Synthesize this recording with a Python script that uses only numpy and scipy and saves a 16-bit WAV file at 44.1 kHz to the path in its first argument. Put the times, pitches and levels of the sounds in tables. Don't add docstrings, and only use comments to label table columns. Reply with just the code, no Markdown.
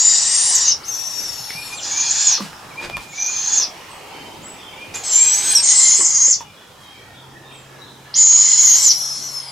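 import sys
import numpy as np
from scipy import signal
from scipy.fft import rfft, irfft
from scipy.io import wavfile
from scipy.ndimage import uniform_filter1d, minimum_filter1d, map_coordinates

SR = 44100
rng = np.random.default_rng(int(sys.argv[2]) if len(sys.argv) > 2 else 0)


def dump_mix(stems):
    frames = np.atleast_2d(stems).T
    limited = np.clip(frames, -1, 1)
    pcm = np.round(limited * 32767).astype(np.int16)
    wavfile.write(sys.argv[1], SR, pcm)


def invert_db(level):
    return 10 ** (np.asarray(level, dtype=float) / 20)


N = 419391


def unit(x):
    return x / np.sqrt(np.mean(np.abs(x) ** 2) + 1e-20)


def along(points, x):
    f, v = np.transpose(points)
    return np.interp(np.log(x + 0.0013), np.log(f), v)


def wobble(rate, size):
    knots = rng.standard_normal(int(size * rate / SR) + 4)
    return map_coordinates(knots, [np.arange(size) * rate / SR])


def patches(shape, across, along_time):
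    field = uniform_filter1d(rng.standard_normal(shape), across, 0)
    return unit(uniform_filter1d(field, along_time, 1))


def shaped(gain_db, size, channels):
    hz, t, z = signal.stft(rng.standard_normal((channels, size)), SR, nperseg=384)
    return signal.istft(z * invert_db(gain_db(hz[:, None], t)), SR, nperseg=384)[1][:, :size]


def echoes(x, walls, wide, longest):
    out, step = np.zeros((2, N + 2 * SR)), SR // 3
    for i in range(0, N, step // 2):
        part = x[i:i + step]
        part = part * np.hanning(step)[:len(part)]
        tail = shaped(lambda hz, t: -60 * t / along(walls, hz), size=round(longest * SR), channels=2)
        wet = signal.fftconvolve(part[None], tail / np.linalg.norm(tail[0]), axes=1)
        out[:, i + 200:i + 200 + wet.shape[1]] += wet
    mid, side = out[:, :N]
    return mid + wide * np.array([[1], [-1]]) * side


def outdoors():
    # start_s, murmur_db, rumble_db
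    air = [(0.0, -39, -55.5), (5.72, -39.5, -52.5), (6.52, -46, -53.5), (9.51, -41.5, -60.5)]
    # start_s, pitch_hz, level_db
    motor = [
        (6.9, 115.0, -67.5),
        (7.23, 132.9, -50),
        (9.51, 137, -52),
    ]
    # frequency_hz, level_db (per Hz)
    murmur = [(59, -12.5), (100, -6), (457, -5), (682, -3.5), (825, 0.5), (2180, -9.5), (3390, -10),
              (4470, -13), (5180, -12), (15500, -26)]
    # frequency_hz, level_db (per Hz)
    rumble = [(20, -28.5), (40, -12.5), (100, -1), (200, -7.5), (300, -32.5)]
    # frequency_hz, likeness (0-1)
    alike = [(60, 1), (240, 0.83), (950, 0.65), (3770, 0.49), (15000, 0.57)]
    t = np.arange(N) / SR
    hz = np.fft.rfftfreq(N, 1 / SR)
    angle = np.arccos(np.clip(along(alike, hz), -.998, .998)) / 2
    mid_side = np.array([np.cos(angle), np.sin(angle)])

    def patchy(hz, at):
        treble = 5 * np.exp(-((hz - 2600) / 700) ** 4 - ((at - 4.3) / 0.86) ** 4)
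        middle = 5 * np.exp(-((hz - 400) / 170) ** 2 - ((at - 4.8) / 1.3) ** 4)
        late = 6.8 * np.exp(-((hz - 330) / 200) ** 2 - ((at - 7.6) / 0.75) ** 4)
        streaks = 2.7 * patches((len(hz), len(at)), across=2, along_time=30) * (hz < 6000)
        return treble + middle + late + streaks

    s, murmur_db, rumble_db = np.transpose(air)
    out = 0
    for spectrum, db, rate in ((murmur, murmur_db + 0.5, 3), (rumble, rumble_db, 6)):
        noise = rfft(shaped(patchy, size=N, channels=2))
        mid, side = irfft(noise * invert_db(along(spectrum, hz)) * mid_side, N)
        level = invert_db(np.interp(t, s, db) + .8 * wobble(rate, N))
        out = out + level * unit(np.array([mid + side, mid - side]))
    s, hum_hz, hum_db = np.transpose(motor)
    phase = 2 * np.pi * np.cumsum(np.interp(t, s, hum_hz)) / SR
    return out + invert_db(np.interp(t, s, hum_db, left=-90) + 3.5) * np.sin(phase)


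def songbirds():
    # after_s, length_s, from_hz, to_hz, level_db
    phrase = [
        (-.014, .028, 2600, 2194, -4),
        (0.01, .135, 2224, 2448, 0.5),
        (0.2, 0.06, 2400, 2430, 3),
        (0.4, .19, 2180, 2440, 3),
    ]
    # start_s, level_db
    phrases = [
        (1.5, -38.5),
        (2.72, -37.5),
        (4.731, -40),
    ]
    # start_s, length_s, from_hz, to_hz, level_db
    hoot = (5.7, .2, 1960, 2095, -36)
    # start_s, end_hz, level_db
    far_chips = [(4.61, 3110, -44.5), (4.74, 3100, -55), (4.75, 2870, -51), (6.34, 3410, -52),
                 (6.38, 2890, -51), (6.42, 2410, -55.5), (6.5, 3950, -64), (6.54, 3330, -54),
                 (6.73, 1830, -55), (6.77, 3220, -49), (6.85, 3180, -49), (6.91, 2313, -53),
                 (7.12, 3310, -53), (6.8, 3820, -55), (6.97, 1842, -50.5), (7.1, 3680, -53.5),
                 (7.3, 1781, -53), (7.42, 3670, -51.5), (7.48, 3150, -53.5), (7.66, 1692, -54),
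                 (7.77, 3984, -49), (7.81, 3520, -54), (7.999, 1670, -53.5)]
    # start_s, length_s, from_hz, to_hz, level_db
    sweeps = [
        (3.882, 0.052, 9500, 7800, -45.5),
        (3.999, 0.33, 3140, 3085, -56.5),
        (4.046, 0.37, 4420, 4390, -61),
        (4.419, 0.054, 6640, 7960, -39),
        (4.56, 0.04, 3100, 3620, -46),
        (4.6, .035, 3100, 3500, -44),
        (6.816, 0.071, 2800, 2460, -55),
        (7.481, 0.05, 3400, 2190, -57),
        (7.486, 0.12, 9800, 7330, -53),
    ]
    # frequency_hz, t60_s
    trees = [(1500, 1), (9000, 0.32)]
    song = [(s + after, length, from_hz, to_hz, db + step_db)
            for s, db in phrases for after, length, from_hz, to_hz, step_db in phrase]
    chips = [(s, 0.0832, 1.02 * hz, hz, db) for s, hz, db in far_chips]
    near, far = np.zeros(N), np.zeros(N)
    for place, notes, waver_hz in ((near, song + [hoot], 18), (far, chips, 65), (far, sweeps, 18)):
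        for s, length, from_hz, to_hz, db in notes:
            u = np.linspace(0, 1, round(length * SR))
            hz = to_hz + (from_hz - to_hz) * (1 - u) ** 2.3 + waver_hz * wobble(90, len(u))
            level = invert_db(db + 6.5 + 4.16 * wobble(59.6, len(u))) * np.sin(np.pi * u) ** 0.5 * (0.5 + u)
            place[round(s * SR):][:len(u)] += level * np.sin(2 * np.pi * np.cumsum(hz) / SR)
    return .75 * near + .2 * far + echoes(.38 * near + .9 * far, trees, wide=.5, longest=.5)


def knocks():
    # start_s, peak_db, body_hz, t60_s, click_db
    blows = [(1.505, -13, 1660, 0.013, -36.5), (2.404, -20.5, 150, 0.24, -38), (2.383, -27, 390, .02, -45),
             (2.391, -29, 380, .02, -45), (2.398, -21, 410, .025, -42), (2.931, -27, 800, .01, -38),
             (2.531, -31, 730, 0.025, -32), (1.39, -35.5, 100, 0.21, -58), (1.55, -30.5, 112, 0.22, -44),
             (2.8989, -9, 590, 0.0073, -23.5), (2.969, -11, 850, 0.012, -22), (2.978, -27, 1100, .015, -40),
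             (2.38, -21.5, 1000, 0.046, -45), (2.813, -23.5, 753, .04, -45), (3.3, -27, 1000, .012, -49),
             (2.8, -30, 1500, .008, -36), (1.855, -32, 2500, .006, -32.5), (3.6, -27, 850, .09, -55),
             (3.3, -31, 900, .02, -50), (2.406, -12.5, 900, 0.017, -43), (5.992, -25, 310, 0.2, -35),
             (5.992, -29, 214, 0.082, -50), (6.278, -33, 220, .1, -55), (6.008, -15, 860, 0.022, -37),
             (6.28, -26, 410, 0.035, -33.5), (6.407, -24, 780, 0.095, -33)]
    out, t = np.zeros(N), np.arange(SR // 4) / SR
    for s, db, body_hz, t60, click_db in blows:
        sag_s = 0.0166 if body_hz < 190 else 0.008
        thump = np.sin(2 * np.pi * body_hz * (t + sag_s * (1 - np.exp(-t / 0.03))))

        def body_db(hz, at):
            octaves = np.log(hz / (0.88 * body_hz) + .01)
            return -10 * np.log10(1 + octaves ** 4) + 0 * at

        rattle = unit(shaped(body_db, size=len(t), channels=1)[0])
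        padded = 1 - np.exp(-t / 0.00044)
        ring = invert_db(db - 60 * t / t60) * padded * (.7 * thump + .22 * rattle)
        dull = uniform_filter1d(uniform_filter1d(rng.standard_normal(len(t)), size=5), size=7)
        out[round(s * SR):][:len(t)] += ring + invert_db(click_db + 14.5 - 60 * t / 0.0067) * dull
    return signal.lfilter(*signal.butter(2, 90, 'high', fs=SR), out)


def rustles():
    # peak_s, rise_s, fall_s, level_db, brightness_db (per octave)
    puffs = [
        (2.43, .02, 0.06, -35.5, 0.5),
        (2.85, 0.043, 0.014, -30.5, -3),
        (3.015, 0.016, 0.04, -42, 2),
        (4.941, .002, 0.046, -34, 1.5),
        (6.82, .02, .03, -55, 6),
        (1.19, .003, .006, -44, 4),
        (6.41, .003, .02, -46, 0),
        (2.9, 0.059, 0.081, -35.5, -26),
    ]
    out, t = np.zeros(N), np.arange(SR // 4) / SR
    peak_s = .08
    for s, rise, fall, db, tilt_db in puffs:
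        def feather_db(hz, at):
            tilt = tilt_db * np.log2(hz / 1500 + 0.13)
            return tilt - 14 * (hz < 120) - 12 * (hz / 10000) ** 2 + 0 * at

        hiss = unit(shaped(feather_db, size=len(t), channels=1)[0])
        swell = np.exp(-((t - peak_s) / np.where(t < peak_s, rise, fall)) ** 2)
        out[round((s - peak_s) * SR):][:len(t)] += invert_db(db + 2.5 * wobble(400, len(t))) * swell * hiss
    return out


def perch():
    return signal.lfilter(*signal.butter(2, 45, 'high', fs=SR), knocks() + rustles())


def catching():
    # start_s, burst_db
    catches = [(.049, 5.5), (.649, 4), (.939, 9), (1.052, 1), (2.037, 0), (2.108, 7), (2.325, 9),
               (3.222, 14), (3.243, 4), (3.262, 12), (3.363, 4), (3.414, 6), (3.473, 6), (3.537, -2),
               (3.599, 14), (5.088, -2), (5.157, 6), (5.55, 6), (5.806, 1), (5.883, 2), (6.106, 5),
               (6.263, 2), (8.185, 6), (8.204, 5), (8.487, 4), (8.52, 1), (9.114, 3), (9.38, 5), (9.43, 4)]
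    half = SR // 20
    db, t = np.zeros(N), np.arange(-half, half) / SR
    fade = -0.94 * np.exp(np.minimum(t, 0) / .005)
    burst = np.exp(-np.maximum(t, 0) / 0.01)
    shape = np.where(t < 0, fade, burst)
    for s, burst_db in catches:
        at = round(s * SR) - half + np.arange(len(t))
        db[at[at >= 0]] += burst_db * shape[at >= 0]
    return invert_db(uniform_filter1d(db, size=45))


def breathing(curve, attack, scoop, swell, swell_db, split, widen, from_db, to_db):
    silent_db, speaks = -62.5, 0.45
    (s0, hz0, *db0), (s1, hz1, *_) = curve[0], curve[-1]
    begun = s0 > attack
    lead = [(s0 - attack, scoop * hz0, silent_db, silent_db),
            (s0 - (1 - speaks) * attack, (scoop + (1 - scoop) * speaks) * hz0, *db0)]
    release = [(s1 + .024, 0.76 * hz1, silent_db, silent_db)]
    s, hz, up_db, low_db = np.transpose((lead if begun else []) + curve + release)
    under = np.clip(np.log2(np.median(hz) / hz), 0, None)
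    effort_db = np.maximum(up_db, low_db)
    breath_db = np.interp(s, [s0, s1], [from_db, to_db])
    breath_db = breath_db - 22.5 * under + 0.071 * (effort_db - np.median(effort_db))
    breath_db = breath_db - swell_db * np.clip(1 - (s - s0) / swell, 0, 1) * begun
    breath_db[effort_db <= silent_db] = silent_db
    low_hz = split * hz * 2 ** (-widen * under)
    return np.transpose([s, hz, up_db, low_hz, low_db, breath_db])


def breath_colour(t, up_hz, pipe_hz, mode_db, low_breath_db, high_breath_db, top_hz):
    # share (of the upper pitch), level_db
    skirt = [(.05, -45.5), (.12, -18), (.4, -13), (.47, -9.5), (.75, -2), (.95, -3), (1.04, -10.5),
             (1.12, -18.5), (1.4, -31), (1.66, -60.5)]
    # share (of the upper pitch), level_db
    shelf = [(.9, -17.5), (1.1, 10.5), (1.45, -2), (2.03, 3.5), (2.15, -39.5)]
    # start_s, from_hz, end_s, to_hz, depth
    breath_hollows = [
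        (1.08, 11500, 1.795, 4800, 0.95),
        (9.18, 11300, 9.55, 5200, .85),
        (6.0, 4100, 6.4, 4060, 0.63),
        (6.0, 2700, 6.4, 2880, 0.5),
        (8.95, 2240, 9.4, 3200, .62),
    ]

    def colour(hz, at):
        now = at + t[0]
        share = hz / np.interp(now, t, up_hz)
        low = invert_db(along(skirt, share) + low_breath_db * np.clip(3 - 4 * share, 0, 1))
        body = low + invert_db(high_breath_db + along(shelf, share)) * (hz < top_hz)
        pipe = 1 / np.abs(1 - .6 * np.exp(2j * np.pi * hz / pipe_hz - hz / 12000))
        pipe = pipe * (1 + invert_db(mode_db) * np.exp(-((hz - 2 * pipe_hz) / 90) ** 2))
        for s0, from_hz, s1, to_hz, depth in breath_hollows:
            if s0 < t[-1] and s1 > t[0]:
                hollow = np.interp(now, [s0, s1], [from_hz, to_hz], left=-1e5, right=-1e5)
                body = body * (1 - min(depth, .95) * np.exp(-((hz - hollow) / 900) ** 2))
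        return 20 * np.log10(body * pipe) + 2.5 * patches(share.shape, across=1, along_time=16)

    return colour


def screech(rows, catch, pipe_hz, side_db, glide_rough, held_rough, throat):
    # start_s, end_s, rate_per_s, depth_hz
    tremble = (1.33, 1.7, 10.3, 80)
    octave_db, waver_hz, flutter_db, *breath_throat = throat
    s, *cols = np.transpose(rows)
    first = round(s[0] * SR)
    t = np.arange(first, min(round(s[-1] * SR), N)) / SR
    up_hz, up_db, low_hz, low_db, breath_db = (np.interp(t, s, c) for c in cols)
    n = len(t)
    from_s, to_s, rate, tremble_hz = tremble
    tiring = (t > from_s) * (t < to_s)
    low_hz = low_hz + tremble_hz * np.sin(2 * np.pi * rate * (t - from_s)) * tiring
    breaks = np.clip(np.abs(np.gradient(up_hz)) * SR / 14500, 0, 1.5)
    roughness = held_rough + (glide_rough - held_rough) * np.minimum(breaks, 1)

    def shake():
        return waver_hz * (.6 * wobble(30, n) + 1.15 * wobble(300, n))

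    shared_waver = shake()

    def reed(hz, db):
        rough = catch[first:][:n] * (1 + roughness * wobble(900, n))
        flutter = flutter_db * (wobble(59.78, n) - breaks * np.abs(wobble(70, n)))
        phase = 2 * np.pi * np.cumsum(hz + shared_waver + 0.391 * shake()) / SR
        return np.sqrt(2) * rough * invert_db(db + flutter) * np.exp(1j * phase)

    up, low = reed(up_hz, up_db), reed(low_hz, low_db)
    scale = (np.abs(up) + np.abs(low) + 1e-9) / np.sqrt(2)
    octave = invert_db(octave_db - np.clip(up_hz - 6400, 0, 900) / 85) * (up + low) ** 2 / scale
    above, below = up ** 2 * np.conj(low), low ** 2 * np.conj(up)
    sides = invert_db(side_db) * (invert_db(-8) * above + below) / scale ** 2
    colour = breath_colour(t, up_hz, pipe_hz, *breath_throat)
    rasp = invert_db(breath_db + 10.5 + 0.3 * wobble(250, n)) * shaped(colour, size=n, channels=1)[0]
    return (up + low + octave + sides).real + rasp


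def owlets():
    # start_s, upper_hz, upper_db, lower_db (halves of the syrinx)
    riser = [
        [(0.0, 7920, -31, -20.5), (.2, 8200, -34, -26), (.3, 8830, -32, -24.5), (.36, 9170, -32, -18.5),
         (.405, 9220, -31, -18), (.44, 9560, -34, -22), (.503, 9790, -44, -23.5), (.53, 8900, -50, -21),
         (.565, 7500, -50, -14)],
        [(5.05, 8080, -29, -45), (5.13, 7200, -14.5, -45), (5.22, 7440, -12, -32), (5.45, 8120, -24.5, -51),
         (5.48, 8000, -18, -46), (5.8, 8840, -24, -62), (5.965, 9540, -36.5, -36), (6.03, 8160, -25.5, -17),
         (6.065, 6520, -18, -16)],
    ]
    thin = [
        [(.856, 6160, -33.5, -46), (.88, 6300, -31, -35), (1.0, 6150, -33, -29), (1.2, 6026, -33, -29.5),
         (1.36, 5950, -46, -34.5), (1.66, 5970, -67, -42.5), (1.735, 5600, -56, -44), (1.775, 4930, -62, -40),
         (1.8, 3710, -62, -32)],
        [(8.6, 6520, -25, -30), (8.7, 6340, -21, -27), (8.78, 6030, -20, -27), (8.9, 5895, -23, -27),
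         (9.15, 5705, -32.5, -29.5), (9.25, 5910, -34, -37.5), (9.35, 5800, -49, -30.5), (9.51, 5405, -63, -38)],
    ]
    hoarse = [
        [(0.0, 6740, -12.5, -34), (.05, 7030, -14.5, -26), (.2, 7090, -30.5, -23.5), (.33, 7450, -24, -39),
         (.42, 7300, -21, -44), (.53, 7550, -24, -34), (.61, 7400, -24, -43), (.7, 6120, -11.5, -10.5),
         (.73, 5640, -28, -28)],
        [(5.63, 7340, -22, -35), (5.7, 7240, -21, -14.5), (5.78, 7630, -11.5, -25), (5.935, 6940, -15.5, -15),
         (5.985, 7950, -23, -18), (6.13, 7070, -22, -20.5), (6.26, 7080, -21, -13.5), (6.31, 7300, -11.5, -18),
         (6.345, 5550, -21, -22)],
        [(8.154, 6200, -17.5, -18), (8.17, 7065, -14, -24), (8.25, 7000, -15, -12), (8.55, 7215, -23, -14),
         (8.75, 7005, -19, -8), (8.81, 7860, -26, -31), (8.865, 7390, -22, -7.5), (8.9, 5950, -13, -13),
         (8.925, 4750, -29, -28)],
    ]
    shy = [
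        [(1.757, 7600, -35, -55), (1.84, 7160, -35, -41), (1.95, 6890, -29, -26.5), (2.05, 6890, -29, -26),
         (2.16, 7210, -26, -21), (2.265, 7450, -24, -19.5), (2.3, 6940, -30, -16), (2.35, 6130, -25, -15),
         (2.38, 5150, -36, -24.5)],
        [(3.09, 7400, -50, -58), (3.15, 6890, -41, -44), (3.2, 6490, -35, -28.5), (3.27, 6400, -28, -28.5),
         (3.31, 6900, -30, -27.5), (3.43, 6660, -26.5, -25.5), (3.5, 6920, -28, -25), (3.57, 7220, -24.5, -15),
         (3.647, 5400, -24, -19)],
    ]
    shrill = [
        [(4.955, 7200, -37, -40), (4.99, 7350, -36, -40), (5.035, 6540, -37.5, -43), (5.14, 6450, -33, -26),
         (5.36, 6490, -31, -26), (5.46, 6900, -43, -27.5), (5.53, 6880, -38, -29), (5.56, 6173, -42, -7),
         (5.605, 5300, -40, -27)],
        [(.53, 7600, -55, -60), (.541, 7300, -17, -60), (.55, 6900, -8.5, -60), (.565, 6150, -15, -60),
         (.585, 5560, -15, -60)],
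    ]
    # left_right_db, split (lower over upper pitch),
    # widen (parting under the usual pitch), breath_start_db, breath_end_db
    call_set = [(2.5, .94, .02, -69, -50), (2, 0.94, 0.29, -26.5, -43), (6, .915, .3, -43.5, -37.5),
                (5.5, .925, 0.33, -35, -42), (2.5, 1, .3, -20, -20), (0.8, 0.92, .3, -18, -23.5),
                (-1.1, 0.95, .3, -21, -21), (-0.5, .928, .3, -31.5, -20.5), (-1, .93, .3, -38, -26),
                (-1.5, 0.93, .3, -47, -28), (0, .93, .3, -48, -44)]
    # octave_db, waver_hz, flutter_db, second_pipe_mode_db, low_breath_db,
    # high_breath_db, high_breath_top_hz
    throats = [(-56, 21.4, 1.5, -20, 2.5, -29, 10500), (-19, 18, 3, -23.5, 0, -8, 13300),
               (-39.5, 60, 3.5, -5, -5, -33, 11700), (-32, 39.1, 3.5, -31, -0.2, -36, 12000),
               (-25, 55, 4, -25, 8.5, -15, 14000)]
    # attack_s, scoop (first pitch over the held one), breath_swell_s, swell_db
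    onsets = [(.02, .89, .05, 6.5), (.03, .62, 0.06, 4.5), (.022, .62, 0.022, 6.5), (.04, .55, 0.062, 22),
              (.022, .64, .15, 4)]
    first_pipes = [1000, 893, 959, 845, 813]
    later_pipes = [1040, 1083, 1041, 857, 800]
    side_levels = [-25, -13, -6.5, -18, -16]
    glide_roughs = [.05, .3, .55, .3, .1]
    held_roughs = [.12, .1, .1, .15, .5]
    out, settings, catch = np.zeros((2, N)), iter(call_set), catching()
    birds = zip((riser, thin, hoarse, shy, shrill), throats, onsets, first_pipes, later_pipes,
                side_levels, glide_roughs, held_roughs)
    for calls, throat, onset, first_hz, later_hz, side_db, glide_rough, held_rough in birds:
        for k, curve in enumerate(calls):
            pan_db, *breath = next(settings)
            rows = breathing(curve, *onset, *breath)
            pipe_hz = later_hz if k else first_hz
            call = screech(rows, catch, pipe_hz, side_db, glide_rough, held_rough, throat)
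            sides = invert_db([[pan_db / 2], [-pan_db / 2]])
            out[:, round(rows[0][0] * SR):][:, :len(call)] += call * sides
    return out


def scene():
    # frequency_hz, t60_s
    planks = [(300, 0.13), (3000, 0.18), (9000, 0.16)]
    near = owlets() + perch() * invert_db([[-.8], [.8]])
    room = echoes(near.mean(axis=0), planks, wide=0.49, longest=1 / 5)
    return near + invert_db(-3.0) * room + (songbirds() + outdoors()) * invert_db([[-.4], [.4]])


def starved(x):
    # frequency_hz, depth_db
    mask = [(7000, 57), (9000, 49), (11000, 43.5), (14000, 38), (14700, 44)]
    hz, _, z = signal.stft(x, SR, nperseg=512)
    power = uniform_filter1d(np.mean(np.abs(z) ** 2, axis=0), size=3, axis=1)
    bands = np.add.reduceat(power, np.arange(0, len(hz), 4))
    scatter_db = 6.5 * patches(bands.shape, across=1, along_time=18)
    floor_db = scatter_db - along(mask, hz[::4] + 1)[:, None]
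    keep = bands > bands.max(axis=0) * invert_db(floor_db) ** 2
    keep = np.repeat(keep, 4, axis=0)[:len(hz)] | (hz < 7000)[:, None]
    return signal.istft(z * keep, SR, nperseg=512)[1][:, :N]


def band_limit(x):
    return signal.sosfilt(signal.butter(12, 15660, fs=SR, output="sos"), x)


def record(dry):
    need = np.minimum(1, .97 / (np.abs(dry).max(axis=0) + 1e-9))
    gain = uniform_filter1d(minimum_filter1d(need, size=301), size=301)
    mix = starved(dry * gain)
    return band_limit(mix)


dry = scene()
out = record(dry)
dump_mix(out)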